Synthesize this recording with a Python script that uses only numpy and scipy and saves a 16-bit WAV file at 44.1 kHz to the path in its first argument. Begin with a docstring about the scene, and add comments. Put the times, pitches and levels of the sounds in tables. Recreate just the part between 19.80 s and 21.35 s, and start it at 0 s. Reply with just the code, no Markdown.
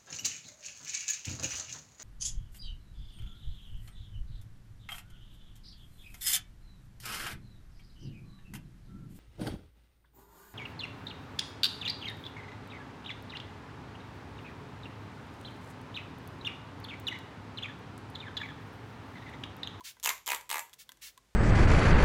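"""A fine-mist pump bottle, worked close by in a small room.
Three smooth strokes give soft puffs of mist. Three hard ones judder: the plunger sticks and slips about
seventy times a second, each slip a snap that rings the bottle. Between strokes the cap ticks in the
hand and the bottle bloops as the pump refills. Faint room air lies underneath."""
import sys
import numpy as np
from scipy import signal
from scipy.fft import rfft, irfft, next_fast_len
from scipy.io import wavfile

SR = 44100
rng = np.random.default_rng(int(sys.argv[2]) if len(sys.argv) > 2 else 0)


def store_wav(level_fs):
    """Save 16-bit WAV to argv[1]."""
    pcm = np.round(np.clip(np.atleast_2d(level_fs), -1, 1) * 32767)
    wavfile.write(sys.argv[1], SR, pcm.T.astype(np.int16))


N = 68355


def amp(db):
    return 10 ** (np.asarray(db) / 20)


def unit_energy(x):
    return x / (np.linalg.norm(x) + 1e-12)


def fade(t, t60_s):
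    return np.exp(-np.log(1000) * t / t60_s)


def along(points, hz):
    """Interpolate (f/Hz, value) points on a log frequency axis."""
    f, values = np.transpose(points)
    return np.interp(np.log(hz + 1), np.log(f + 1), values)


def add(track, at_s, sound):
    i = int(np.clip(round(at_s * SR), 0, N - 1))
    track[i:i + len(sound)] += sound[:N - i]


def noise(spectrum, tilt_db_per_oct=0):
    """Coloured noise, rms 1."""
    hz = np.fft.rfftfreq(N, 1 / SR)
    gain = amp(along(spectrum, hz) + tilt_db_per_oct * np.log2(hz + 1))
    x = irfft(rfft(rng.standard_normal(N)) * gain, N)
    return x / np.sqrt(np.mean(x ** 2) + 1e-20)


def click(spectrum, decay_s, size=2048):
    """Brief rough contact: a noise burst, part whitened, then coloured; energy 1."""
    t = np.arange(size) / SR
    gain = amp(along(spectrum, np.fft.rfftfreq(size, 1 / SR)))
    cepstrum = irfft(np.log(gain))
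    cepstrum[1:size // 2] *= 2  # fold to minimum phase
    cepstrum[size // 2 + 1:] = 0
    burst = rfft(rng.standard_normal(size) * np.exp(-t / decay_s))
    whitened = burst / np.sqrt(np.abs(burst) + 1e-9)
    return unit_energy(irfft(whitened * np.exp(rfft(cepstrum)))[:size // 2])


def ring(hz, t60_s, attack_s, size=4096):
    """One damped mode, energy 1."""
    t = np.arange(size) / SR
    return unit_energy(np.sin(2 * np.pi * hz * t) * fade(t, t60_s) * (1 - np.exp(-t / attack_s)))


AIR_SPECTRUM = [(20, -40), (32, -24), (44, -3), (54, 9), (75, -7), (120, -1), (180, -7.5), (400, -8.5),
                (1000, -13), (3000, -15), (7000, -18.5), (11000, -24.5), (15500, -30)]  # f/Hz, level/dB


def room_air():
    """Steady background noise, mostly low rumble."""
    return amp(-69.5) * noise(AIR_SPECTRUM)


REFILL_BLOOPS = [(0.013, 1012, -40, 0.0051), (0.0021, 1050, -52.5, 0.0042), (1.381, 1040, -50, 0.0056)]  # t/s, f/Hz, peak/dB, half width/s


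def bloops():
    """The pump refills: short hollow tones of the bottle."""
    t, out = np.arange(N) / SR, np.zeros(N)
    for at_s, hz, db, width_s in REFILL_BLOOPS:
        out += amp(db) * np.exp(-((t - at_s) / width_s) ** 2) * np.sin(2 * np.pi * hz * t)
    return out


CAP_CONTACTS = [(.0075, -33, -56, -42), (.168, -47, -35, -50), (0.199, -30, -50, -64),
                (.379, -33, -38, -48), (0.433, -48, -61, -58), (.610, -28, -38, -43.5),
                (.668, -49, -60, -58), (.896, -39, -61, -47), (0.9314, -32.5, -62, -33),
                (0.9358, -28.5, -66, -43), (0.941, -31, -43, -41), (1.0919, -26.5, -29, -27.5),
                (1.1191, -27.5, -36, -35), (1.172, -41, -44.5, -52), (1.377, -31.5, -38, -52)]  # t/s, tick/dB, bottle ring/dB, cap ring/dB
TICK_SPECTRUM = [(600, -19), (1400, -1.5), (2000, -1), (2600, -2.5), (3600, 1.5), (4800, -4), (6200, 0),
                 (9500, -5), (12000, -3), (15500, -9)]  # f/Hz, level/dB
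BOTTLE_MODES = [(1023, -2.5, 0.038), (1540, -4.5, 0.026), (2010, -9.5, 0.035)]  # f/Hz, level/dB, T60/s


def cap_ticks():
    """Finger on cap: each contact clicks and rings cap and bottle."""
    out = np.zeros(N)
    for at_s, tick_db, bottle_db, cap_db in CAP_CONTACTS:
        add(out, at_s, amp(cap_db) * ring(hz=3320, t60_s=0.0068, attack_s=0.00051))
        add(out, at_s, amp(tick_db) * click(TICK_SPECTRUM, decay_s=0.0012))
        for hz, mode_db, t60_s in BOTTLE_MODES:
            detune = 1 + rng.normal(0, 0.0093)
            add(out, at_s, amp(bottle_db + mode_db) * ring(hz * detune, t60_s, attack_s=0.0021))
    return out


SMOOTH_STROKES = [(0.031, 0.027, 0.013, 0.072, -45, -0.5), (0.98, 0.018, .008, .044, -50.5, 1),
                  (1.209, .019, 0.036, 0.058, -47, -0.15)]  # t/s, attack/s, hold/s, release/s, level/dB, tilt/(dB/oct)
MIST_SPECTRUM = [(500, -30), (1000, -13.5), (1600, -3), (2300, 2), (3500, 3), (4900, 1.5), (6500, 1),
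                 (8500, -2), (10300, -5), (11700, -2), (13500, -7.5), (15500, -1.5)]  # f/Hz, level/dB


def puffs():
    """The nozzle hisses while the pressure swells, holds and sinks."""
    t, out = np.arange(N) / SR, np.zeros(N)
    for at_s, attack_s, hold_s, release_s, db, tilt in SMOOTH_STROKES:
        pressure = np.interp(t, at_s + np.cumsum([0, attack_s, hold_s, release_s]), [0, 1, 1, 0])
        out += amp(db) * np.sin(np.pi / 2 * pressure) ** 2 * noise(MIST_SPECTRUM, tilt)
    return room(out, wet_db=-12)


def slips(sticking, force):
    """Stick-slip of the plunger; yields t/s, snap/dB, bottle/dB."""
    stick_s, waits_ms = np.transpose(sticking)
    force_s, snap_db, bottle_db = np.transpose(force)
    at_s = stick_s[0]
    while at_s <= stick_s[-1]:
        yield at_s, np.interp(at_s, force_s, snap_db), np.interp(at_s, force_s, bottle_db)
        at_s += np.interp(at_s, stick_s, waits_ms) / 1000


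STICK_CURVES = [
    [(.2297, 4.85), (.2385, 6.5), (.2545, 15.45), (.278, 17.2), (.293, 12.3), (.313, 3.0)],
    [(.4619, 6.7), (.4845, 14.3), (.52, 14.9), (.563, 12.5)],
    [(.6934, 8.7), (.7085, 14.1), (.728, 15.0), (.768, 12.0), (.808, 11.5)],
]  # per hard stroke: t/s, wait to next slip/ms
FORCE_CURVES = [
    [(.2297, -21.5, -35), (.24, -11.5, -25.5), (.259, -5, -10.5), (.276, -9.5, -6.5), (.292, -3.5, -10.5),
     (.305, -17.5, -10.5), (.313, -44, -35)],
    [(.4619, -21.5, -32), (.478, -9, -13), (.49, -13.5, -8), (.519, -10, -5), (.535, -17, -8),
     (.548, -12, -11.5), (.562, -24, -26)],
    [(.6934, -19.5, -25), (.702, -11.5, -15.5), (.714, -9.5, -12.5), (.743, -14.5, -10), (.77, -19, -13),
     (.794, -14, -17), (.807, -28, -26.5)],
]  # per hard stroke: t/s, snap/dB, bottle/dB
HAND_GRIPS = [(1005, -2.5, 0, -0.5, 6860), (950, -4.5, -3, -6, 7400), (956, -3, -1.5, -8, 8080)]  # per hard stroke: ring f/Hz, ring/dB, knock/dB, creak/dB, nozzle f/Hz
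SNAP_SPECTRUM = [(1500, -28), (3500, -1), (5000, -4.5), (7000, 0.5), (8200, -3.5), (10000, -10),
                 (11800, 1.5), (13500, -5), (15500, -6.5)]  # f/Hz, level/dB
KNOCK_SPECTRUM = [(40, -55), (120, -38), (250, -28.5), (480, -7), (750, -7.5), (1100, 3), (1450, -4),
                  (2100, 2.5), (2800, -6), (3800, -15.5), (7000, -25.5)]  # f/Hz, level/dB
SCRAPE_SPECTRUM = [(600, -21.5), (1500, -3), (2700, -2.5), (4300, -3.5), (5500, -7.5), (7200, -12.5),
                   (10000, -6), (15000, -20)]  # f/Hz, level/dB
SPIT_SPECTRUM = [(1500, -19), (3500, -7), (5000, -3.5), (7000, 0), (10000, -6), (12000, 1), (15500, -4.5)]  # f/Hz, level/dB


def judder(stroke):
    """Hard stroke. Per slip: seal creaks, nozzle snaps, bottle knocks and rings, mist spits."""
    ring_hz, ring_db, knock_db, creak_db, nozzle_hz = HAND_GRIPS[stroke]
    creak_lead_s, creak_start_hz, creak_sag_hz_per_s = 0.004, 3454, 16800
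    snap_lead_s, knock_lag_s = 0.0002, 0.00022
    start_s = STICK_CURVES[stroke][0][0]
    out, flow, t = np.zeros(N), np.zeros(N), np.arange(SR // 10) / SR
    for at_s, snap_db, bottle_db in slips(STICK_CURVES[stroke], FORCE_CURVES[stroke]):
        snap_gain, bottle_gain = amp(rng.normal([snap_db, bottle_db], 0.2))
        nozzle_detune, low_detune, high_detune, creak_detune = rng.normal(1, 0.019, 4)

        nozzle = amp(-9) * ring(nozzle_hz * nozzle_detune ** 2, t60_s=0.0031, attack_s=0.0002)
        add(out, at_s - snap_lead_s, snap_gain * click(SNAP_SPECTRUM, decay_s=0.0004))
        add(out, at_s - snap_lead_s, snap_gain * nozzle)

        knock = amp(knock_db) * click(KNOCK_SPECTRUM, decay_s=0.00039)
        low_mode = amp(ring_db) * ring(ring_hz * low_detune, t60_s=0.027, attack_s=0.00051)
        high_mode = amp(-15) * ring(2220 * high_detune, t60_s=0.0074, attack_s=0.00051)
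        add(out, at_s + knock_lag_s, bottle_gain * knock)
        add(out, at_s, bottle_gain * (low_mode + high_mode))

        if at_s > start_s + creak_lead_s:  # the seal gives just before the slip
            give_s = at_s - creak_lead_s * rng.normal(1, 0.1)
            creak_hz = (creak_start_hz - creak_sag_hz_per_s * (at_s - start_s)) * creak_detune
            seal_gain = bottle_gain * amp(creak_db)
            add(out, give_s, seal_gain * ring(creak_hz, t60_s=0.014, attack_s=0.0002))
            add(out, give_s, seal_gain * amp(-5.5) * click(SCRAPE_SPECTRUM, decay_s=0.0011))
        add(flow, at_s, snap_gain * fade(t, t60_s=0.017))
    spit = amp(-25.5) * flow * noise(SPIT_SPECTRUM)
    return room(out + spit, wet_db=-5)


REFLECTIONS = [(.0023, -12), (.00275, -25.5), (.0044, -15.5), (.0057, -17), (.0087, -17.5)]  # delay/s, level/dB
TAIL_DECAY = [(200, 0.29), (600, 0.29), (1000, 0.27), (2500, 0.29), (7000, 0.29), (15000, 0.22)]  # f/Hz, T60/s
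TAIL_SPECTRUM = [(200, 1), (600, 3.5), (1000, 3), (2500, 0.5), (7000, -0.5), (15000, 6)]  # f/Hz, level/dB


def room(x, wet_db, onset_s=0.0026):
    """Direct sound, reflections off near surfaces, short diffuse tail at wet_db."""
    hz, t, bands = signal.stft(rng.standard_normal(SR // 2), SR, nperseg=256)
    bands *= amp(along(TAIL_SPECTRUM, hz))[:, None]
    bands *= fade(t, along(TAIL_DECAY, hz)[:, None])
    tail = signal.istft(bands, SR, nperseg=256)[1]
    build_up = 1 - np.exp(-(np.arange(len(tail)) / SR / onset_s) ** 2)
    response = amp(wet_db) * unit_energy(tail * build_up)
    response[0] += 1
    for delay_s, db in REFLECTIONS:
        response[round(delay_s * SR * rng.uniform(0.95, 1.05))] += amp(db)
    return signal.fftconvolve(x, response)[:N]


def scene():
    """Sprayer and handling over room air, mono."""
    spray = sum(judder(stroke) for stroke in range(len(HAND_GRIPS))) + puffs()
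    handling = room(bloops() + cap_ticks(), wet_db=-12.5)
    return (spray + handling + room_air())[None]


def record(dry):
    """Steep low-pass."""
    cutoff_hz, size = 15800, next_fast_len(N + SR // 2)
    hz = np.fft.rfftfreq(size, 1 / SR)
    return irfft(rfft(dry, size) / (1 + (hz / cutoff_hz) ** 120), size)[:, :N]


dry = scene()
out = record(dry)
store_wav(out)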